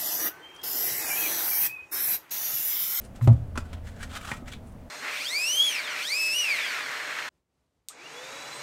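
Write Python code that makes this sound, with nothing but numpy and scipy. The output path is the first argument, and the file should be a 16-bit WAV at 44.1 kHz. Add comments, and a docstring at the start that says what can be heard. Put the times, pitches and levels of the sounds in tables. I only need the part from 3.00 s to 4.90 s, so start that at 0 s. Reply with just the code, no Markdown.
"""Soft room noise and a faint slide come first, then a cardboard box of trading cards bumps down.
The table booms as a low mode and leaves the room's bass ringing; box and plastic case ring in damped modes.
Fingers tap the cardboard in short noise clicks and scrape it in strokes of jerky friction noise.
A plastic card case slides out, knocks on a stack of boxes and is pushed into place.
All is heard close to a microphone in a small room, with early echoes and a short reverb tail."""
import sys
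import numpy as np
from scipy import signal
from scipy.fft import rfft, irfft, next_fast_len
from scipy.io import wavfile
from scipy.ndimage import map_coordinates

SR = 44100
rng = np.random.default_rng(int(sys.argv[2]) if len(sys.argv) > 2 else 0)


def int16_out(signal):
    """Quantize to a 16-bit WAV file."""
    q = np.round(np.clip(np.atleast_2d(signal).T, -1, 1) * 32767)
    wavfile.write(sys.argv[1], SR, q.astype(np.int16))


N = 83790  # length in samples


def amp(db):
    """Decibels to gain."""
    return 10 ** (np.asarray(db) / 20)


def unit(x):
    """Scale to rms 1."""
    return x / np.sqrt(np.mean(x ** 2) + 1e-20)


def along(points, hz):
    """Read (f/Hz, value) points on a log frequency axis."""
    f, v = np.transpose(points)
    return np.interp(np.log(hz + 1), np.log(f + 1), v)


def since(s):
    """Seconds since s, zero before it."""
    return np.maximum(np.arange(N) / SR - s, 0)


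def filtered(x, response):
    """x times a response of frequency, padded so that its ringing does not wrap round."""
    m = next_fast_len(N + SR // 2)
    return irfft(rfft(x, m) * response(np.fft.rfftfreq(m, 1 / SR)), m)[:N]


def coloured(x, spectrum):
    """x shaped by a spectrum, at rms 1."""
    return unit(filtered(x, lambda hz: amp(along(spectrum, hz))))


def noise(spectrum):
    """Coloured noise of rms 1."""
    return coloured(rng.standard_normal(N), spectrum)


def wobble(rate):
    """A smooth random curve, rate knots a second."""
    knots = rng.standard_normal(2000)
    return map_coordinates(knots, [np.arange(N) * rate / SR], mode="wrap")


def resonance(x, centre_hz, q):
    """x through one band-pass resonance with unity gain at its centre."""
    def response(f):
        damping = 1j * f * centre_hz / q
        return damping / (centre_hz ** 2 - f * f + damping)
    return filtered(x, response)


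def ring(s, db, modes, attack_s, rough):
    """Damped modes struck at s, their phases wandering by rough radians per unit of wobble."""
    t = since(s)
    partials = np.zeros(N)
    for hz, level, t60 in modes:
        phase = 2 * np.pi * hz * t + rough * wobble(hz / 8)
        partials += amp(level - 60 * t / t60) * np.sin(phase)
    return amp(db) * partials * (1 - np.exp(-t / attack_s))


# colour of the room noise: f/Hz, relative level/dB
FLOOR_COLOUR = [(20, -6.5), (40, 1.5), (72, -4.5), (100, -3.5), (170, -8.5), (240, -5), (320, -18.5),
                (650, -15.5), (1000, -26), (2000, -33.5), (4000, -43.5), (9000, -46.5), (16000, -49.5)]


def room_noise():
    """Steady coloured noise underneath everything."""
    return amp(-44.5) * noise(FLOOR_COLOUR)


# decay of the room's tail: f/Hz, t60/s
ROOM_DECAY = [(100, 0.26), (1000, 0.21), (5000, 0.17), (15000, 0.11)]


def room_tail(x):
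    """The short answer of a furnished room: decaying noise whose treble dies sooner than its bass."""
    hz, t, grains = signal.stft(rng.standard_normal(SR // 2), SR, nperseg=256)
    fade = amp(-60 * t / along(ROOM_DECAY, hz)[:, None])
    tail = signal.istft(grains * fade, SR, nperseg=256)[1]
    late = np.pad(x, (200, 0))  # pre-delay in samples
    wet = signal.fftconvolve(late, tail / np.linalg.norm(tail))
    return amp(-11.5) * wet[:N]


def nearby(x):
    """Weak early echoes from the table top and the stacked boxes comb the sound."""
    delays = rng.uniform(0.001005, 0.011, size=7)  # s
    echo_db = -18.5  # each
    echoes = filtered(x, lambda hz: sum(np.exp(-2j * np.pi * hz * d) for d in delays))
    return x + amp(echo_db) * echoes


# how the rumble rises and falls: t/s, level/dB
RUMBLE_LEVEL = [(0, -58), (.2, -51), (.45, -34), (.75, -40), (1.1, -47), (1.3, -46), (1.6, -48), (1.9, -55)]
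# colour of the rumble: f/Hz, relative level/dB
RUMBLE_COLOUR = [(20, -4.5), (55, -14.5), (70, 2.5), (86, 4.5), (100, -12.5), (160, -19.5), (400, -35),
                 (2000, -91)]


def hand_rumble():
    """Low noise from hands and arms on the table."""
    level_db = np.interp(np.arange(N) / SR, *np.transpose(RUMBLE_LEVEL))
    return amp(level_db) * noise(RUMBLE_COLOUR)


# box landing on the table: t/s, level/dB
LANDING = (.2733, -22.5)
# bass resonances of the room left ringing by the boom: f/Hz, level/dB, t60/s
ROOM_BASS = [(69.7, -25.5, 0.98), (83.16, -23, 0.95), (116.67, -18.5, 0.56), (154.3, -25, 0.46),
             (220, -22, 0.22), (276.7, -28.5, 0.3)]


def room_bass():
    """The room's low resonances swell at the landing and ring on."""
    return ring(LANDING[0], 0, ROOM_BASS, attack_s=0.017, rough=0.088)


# low booms of the table: t/s, level/dB, f/Hz, swell/s, hold/s
BOOMS = [(.2115, -16.5, 119.1, 0.0099, 0.051), (0.2751, -6.5, 115.4, 0.0019, 0.044),
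         (0.394, -34, 114.7, 0.014, 0.043)]


def table_booms():
    """Each bump swells, holds and dies in one low mode with a faint octave."""
    overtone_db, t60 = -21, 0.13  # dB, s
    out = np.zeros(N)
    for s, db, hz, swell, hold in BOOMS:
        t = since(s)
        level = amp(db - 60 * since(s + hold) / t60) * (1 - np.exp(-(t / swell) ** 1.7))
        octave = np.sin(2 * np.pi * 2 * hz * t)
        out += level * (np.sin(2 * np.pi * hz * t) + amp(overtone_db) * octave)
    return out


# modes of the box: f/Hz, level/dB re landing, t60/s
BOX_MODES = [(307, 0, 0.081), (365, -2, 0.081), (534, 1.5, .06), (673, -6, 0.21), (791, -0.5, .07),
             (922, -5.5, 0.093), (1138, -15, .12), (1230, -4, 0.033), (1405, -23, .12)]


def box_landing():
    """The cardboard box rings in rough, quickly damped modes as it lands."""
    return ring(*LANDING, BOX_MODES, attack_s=0.0011, rough=0.6)


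# hollow nudges of the box wall: t/s, level/dB, lowest mode f/Hz
NUDGES = [(0.577, -22, 252), (1.318, -32, 210), (1.4229, -31.5, 245)]
# modes of the wall: ratio to the lowest, level/dB re nudge, t60/s
WALL_MODES = [(1, -0.5, 0.049), (1.15, -6, 0.025), (2.38, -18.5, 0.16), (3.85, -25, 0.055),
              (5.12, -19.5, 0.097)]


def wall_nudges():
    """Each nudge rings the box wall, its modes all scaled from the lowest."""
    out = np.zeros(N)
    for s, db, lowest_hz in NUDGES:
        modes = [(ratio * lowest_hz, level, t60) for ratio, level, t60 in WALL_MODES]
        out += ring(s, db, modes, attack_s=0.0011, rough=0.19)
    return out


# plastic case knocking on the stack: t/s, level/dB
KNOCK = (1.3159, -29.5)
# modes of the case: f/Hz, level/dB re knock, t60/s
CASE_MODES = [(521, -6, 0.051), (891, -7, 0.098), (974, -8.5, 0.091), (1307, -8.5, 0.17), (1905, -1, 0.042),
              (2067, 4, 0.02), (2365, 4.5, 0.029), (2627, -2.5, 0.024), (2891, -17, .06),
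              (3430, -27, 0.055)]


def case_knock():
    """The hard plastic case speaks faster than cardboard when it hits the stack."""
    return ring(*KNOCK, CASE_MODES, attack_s=0.00032, rough=0.63)


# taps on cardboard and plastic, ahead of the trim in scene():
# t/s, click level/dB, treble level/dB re click, t60/s, resonance of the spot f/Hz, its gain level/dB
TAPS = [(0.2104, -40, -22, 0.045, 1150, 11.5), (0.2739, -28, -7.5, 0.04, 2420, -2.5),
        (.555, -40, -9, 0.1, 1040, 9.5), (0.575, -27.5, -2, 0.041, 1440, 4.5),
        (0.73, -38.5, -4, 0.054, 3100, 10), (1.0279, -40.5, 4.5, 0.067, 1790, 9),
        (1.3165, -27, -9.5, 0.036, 2240, 6.5), (1.4822, -44.5, -5, 0.028, 866, 14),
        (1.5341, -42.5, -1, 0.028, 3900, 23)]
# colour of the click's body: f/Hz, relative level/dB
CLICK_COLOUR = [(150, 11), (500, 1.5), (1300, 3.5), (2000, 0.5), (3000, -7), (4500, -14.5), (8000, -39),
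                (16000, -56)]
# colour of the click's treble: f/Hz, relative level/dB
CLICK_TREBLE = [(500, -55.5), (2500, 6.5), (4000, 0), (6300, 0.5), (9000, -3), (12000, -12), (16000, -22)]


def taps():
    """Every contact gives a short dry click, coloured by the spot it hits; the treble dies first."""
    out, body, treble = np.zeros(N), noise(CLICK_COLOUR), noise(CLICK_TREBLE)
    for s, db, treble_db, t60, hz, ring_db in TAPS:
        t = since(s)
        fade_db = -60 * t / t60
        attack = amp(db) * (1 - np.exp(-t / 0.00076))
        click = attack * amp(fade_db) * body
        bright = attack * amp(treble_db + 1.16 * fade_db) * treble
        out += click + amp(ring_db) * resonance(click, hz, q=4.13) + bright
    return out


def friction(spectrum):
    """Steady hiss plus tiny slips at random moments."""
    slips_per_s, slip_db = 700, -5.5  # slip level re hiss
    slips = unit((rng.random(N) < slips_per_s / SR) * rng.standard_normal(N))
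    return coloured(rng.standard_normal(N) + amp(slip_db) * slips, spectrum)


# sliding strokes, ahead of the trim in scene():
# peak t/s, rise t/s, fall t/s, level/dB, treble level/dB re level, rubbed part f/Hz, its gain level/dB
STROKES = [(0.057, 0.14, 0.039, -63, 4, 9900, 0), (.165, 0.026, 0.034, -56.5, -1.5, 2000, -11),
           (0.229, 0.023, 0.089, -58.5, 6, 14000, 9.5), (.325, .03, 0.12, -59, -4, 1304, -4.5),
           (0.594, .03, 0.028, -52, -1, 1310, -5.5), (.655, 0.032, 0.081, -60.5, -3, 1410, 5),
           (0.736, 0.097, 0.1, -55.5, -13, 2880, -4), (0.878, 0.056, .1, -55, -2, 2000, 2),
           (1.03, 0.088, 0.065, -48.5, -2.5, 1630, 5.5), (1.112, 0.031, 0.038, -46.5, -7, 3330, -3),
           (1.17, 0.086, 0.031, -40, -6, 1230, -5), (1.225, 0.057, 0.09, -50, -3, 1280, 3),
           (1.296, 0.11, 0.098, -42, -3, 1270, 4), (1.372, 0.02, 0.019, -53.5, 3, 2160, 2),
           (1.482, 0.029, 0.042, -47.5, -3, 2040, 3.5), (1.526, 0.035, 0.047, -48.5, -2.5, 3520, 6),
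           (1.685, 0.072, .08, -78, 8, 9900, 11)]
# colour of the rub's body: f/Hz, relative level/dB
RUB_COLOUR = [(200, -39.5), (700, -3), (1000, -6), (1400, 1.5), (2200, -5), (3200, -5.5), (5000, -14),
              (9000, -42.5), (16000, -50)]
# colour of the rub's treble: f/Hz, relative level/dB
RUB_TREBLE = [(500, -18), (2500, 4), (4000, -0.5), (6000, 1.5), (8000, 2.5), (11000, -6.5), (14000, -9),
              (16000, -17.5)]


def slides():
    """Friction swells jerkily with each stroke and rings the part that is rubbed."""
    range_db, jerk_db = 21.5, 2.5  # span of rise and fall; depth of the jerks
    t, out = np.arange(N) / SR, np.zeros(N)
    for s, rise, fall, db, treble_db, hz, ring_db in STROKES:
        from_peak = np.maximum((s - t) / rise, (t - s) / fall)  # 1 at the end of rise or fall
        level = amp(db - range_db * from_peak ** 1.204 + jerk_db * wobble(130))
        rub = level * (friction(RUB_COLOUR) + amp(treble_db) * friction(RUB_TREBLE))
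        out += rub + amp(ring_db) * resonance(rub, hz, q=5.4)
    return out


def scene():
    """Room noise, the table's low end, and the handling with its echoes and tail."""
    low_end = hand_rumble() + room_bass() + table_booms()
    knocks = box_landing() + wall_nudges() + case_knock()
    handling = knocks + amp(-1) * nearby(taps() + slides())  # taps and slides trimmed by 1 dB
    return (room_noise() + low_end + handling + room_tail(handling))[None]


def record(dry):
    """Nothing is kept above the band limit."""
    top_hz = 16050
    return np.array([filtered(channel, lambda hz: hz < top_hz) for channel in dry])


dry = scene()
out = record(dry)
int16_out(out)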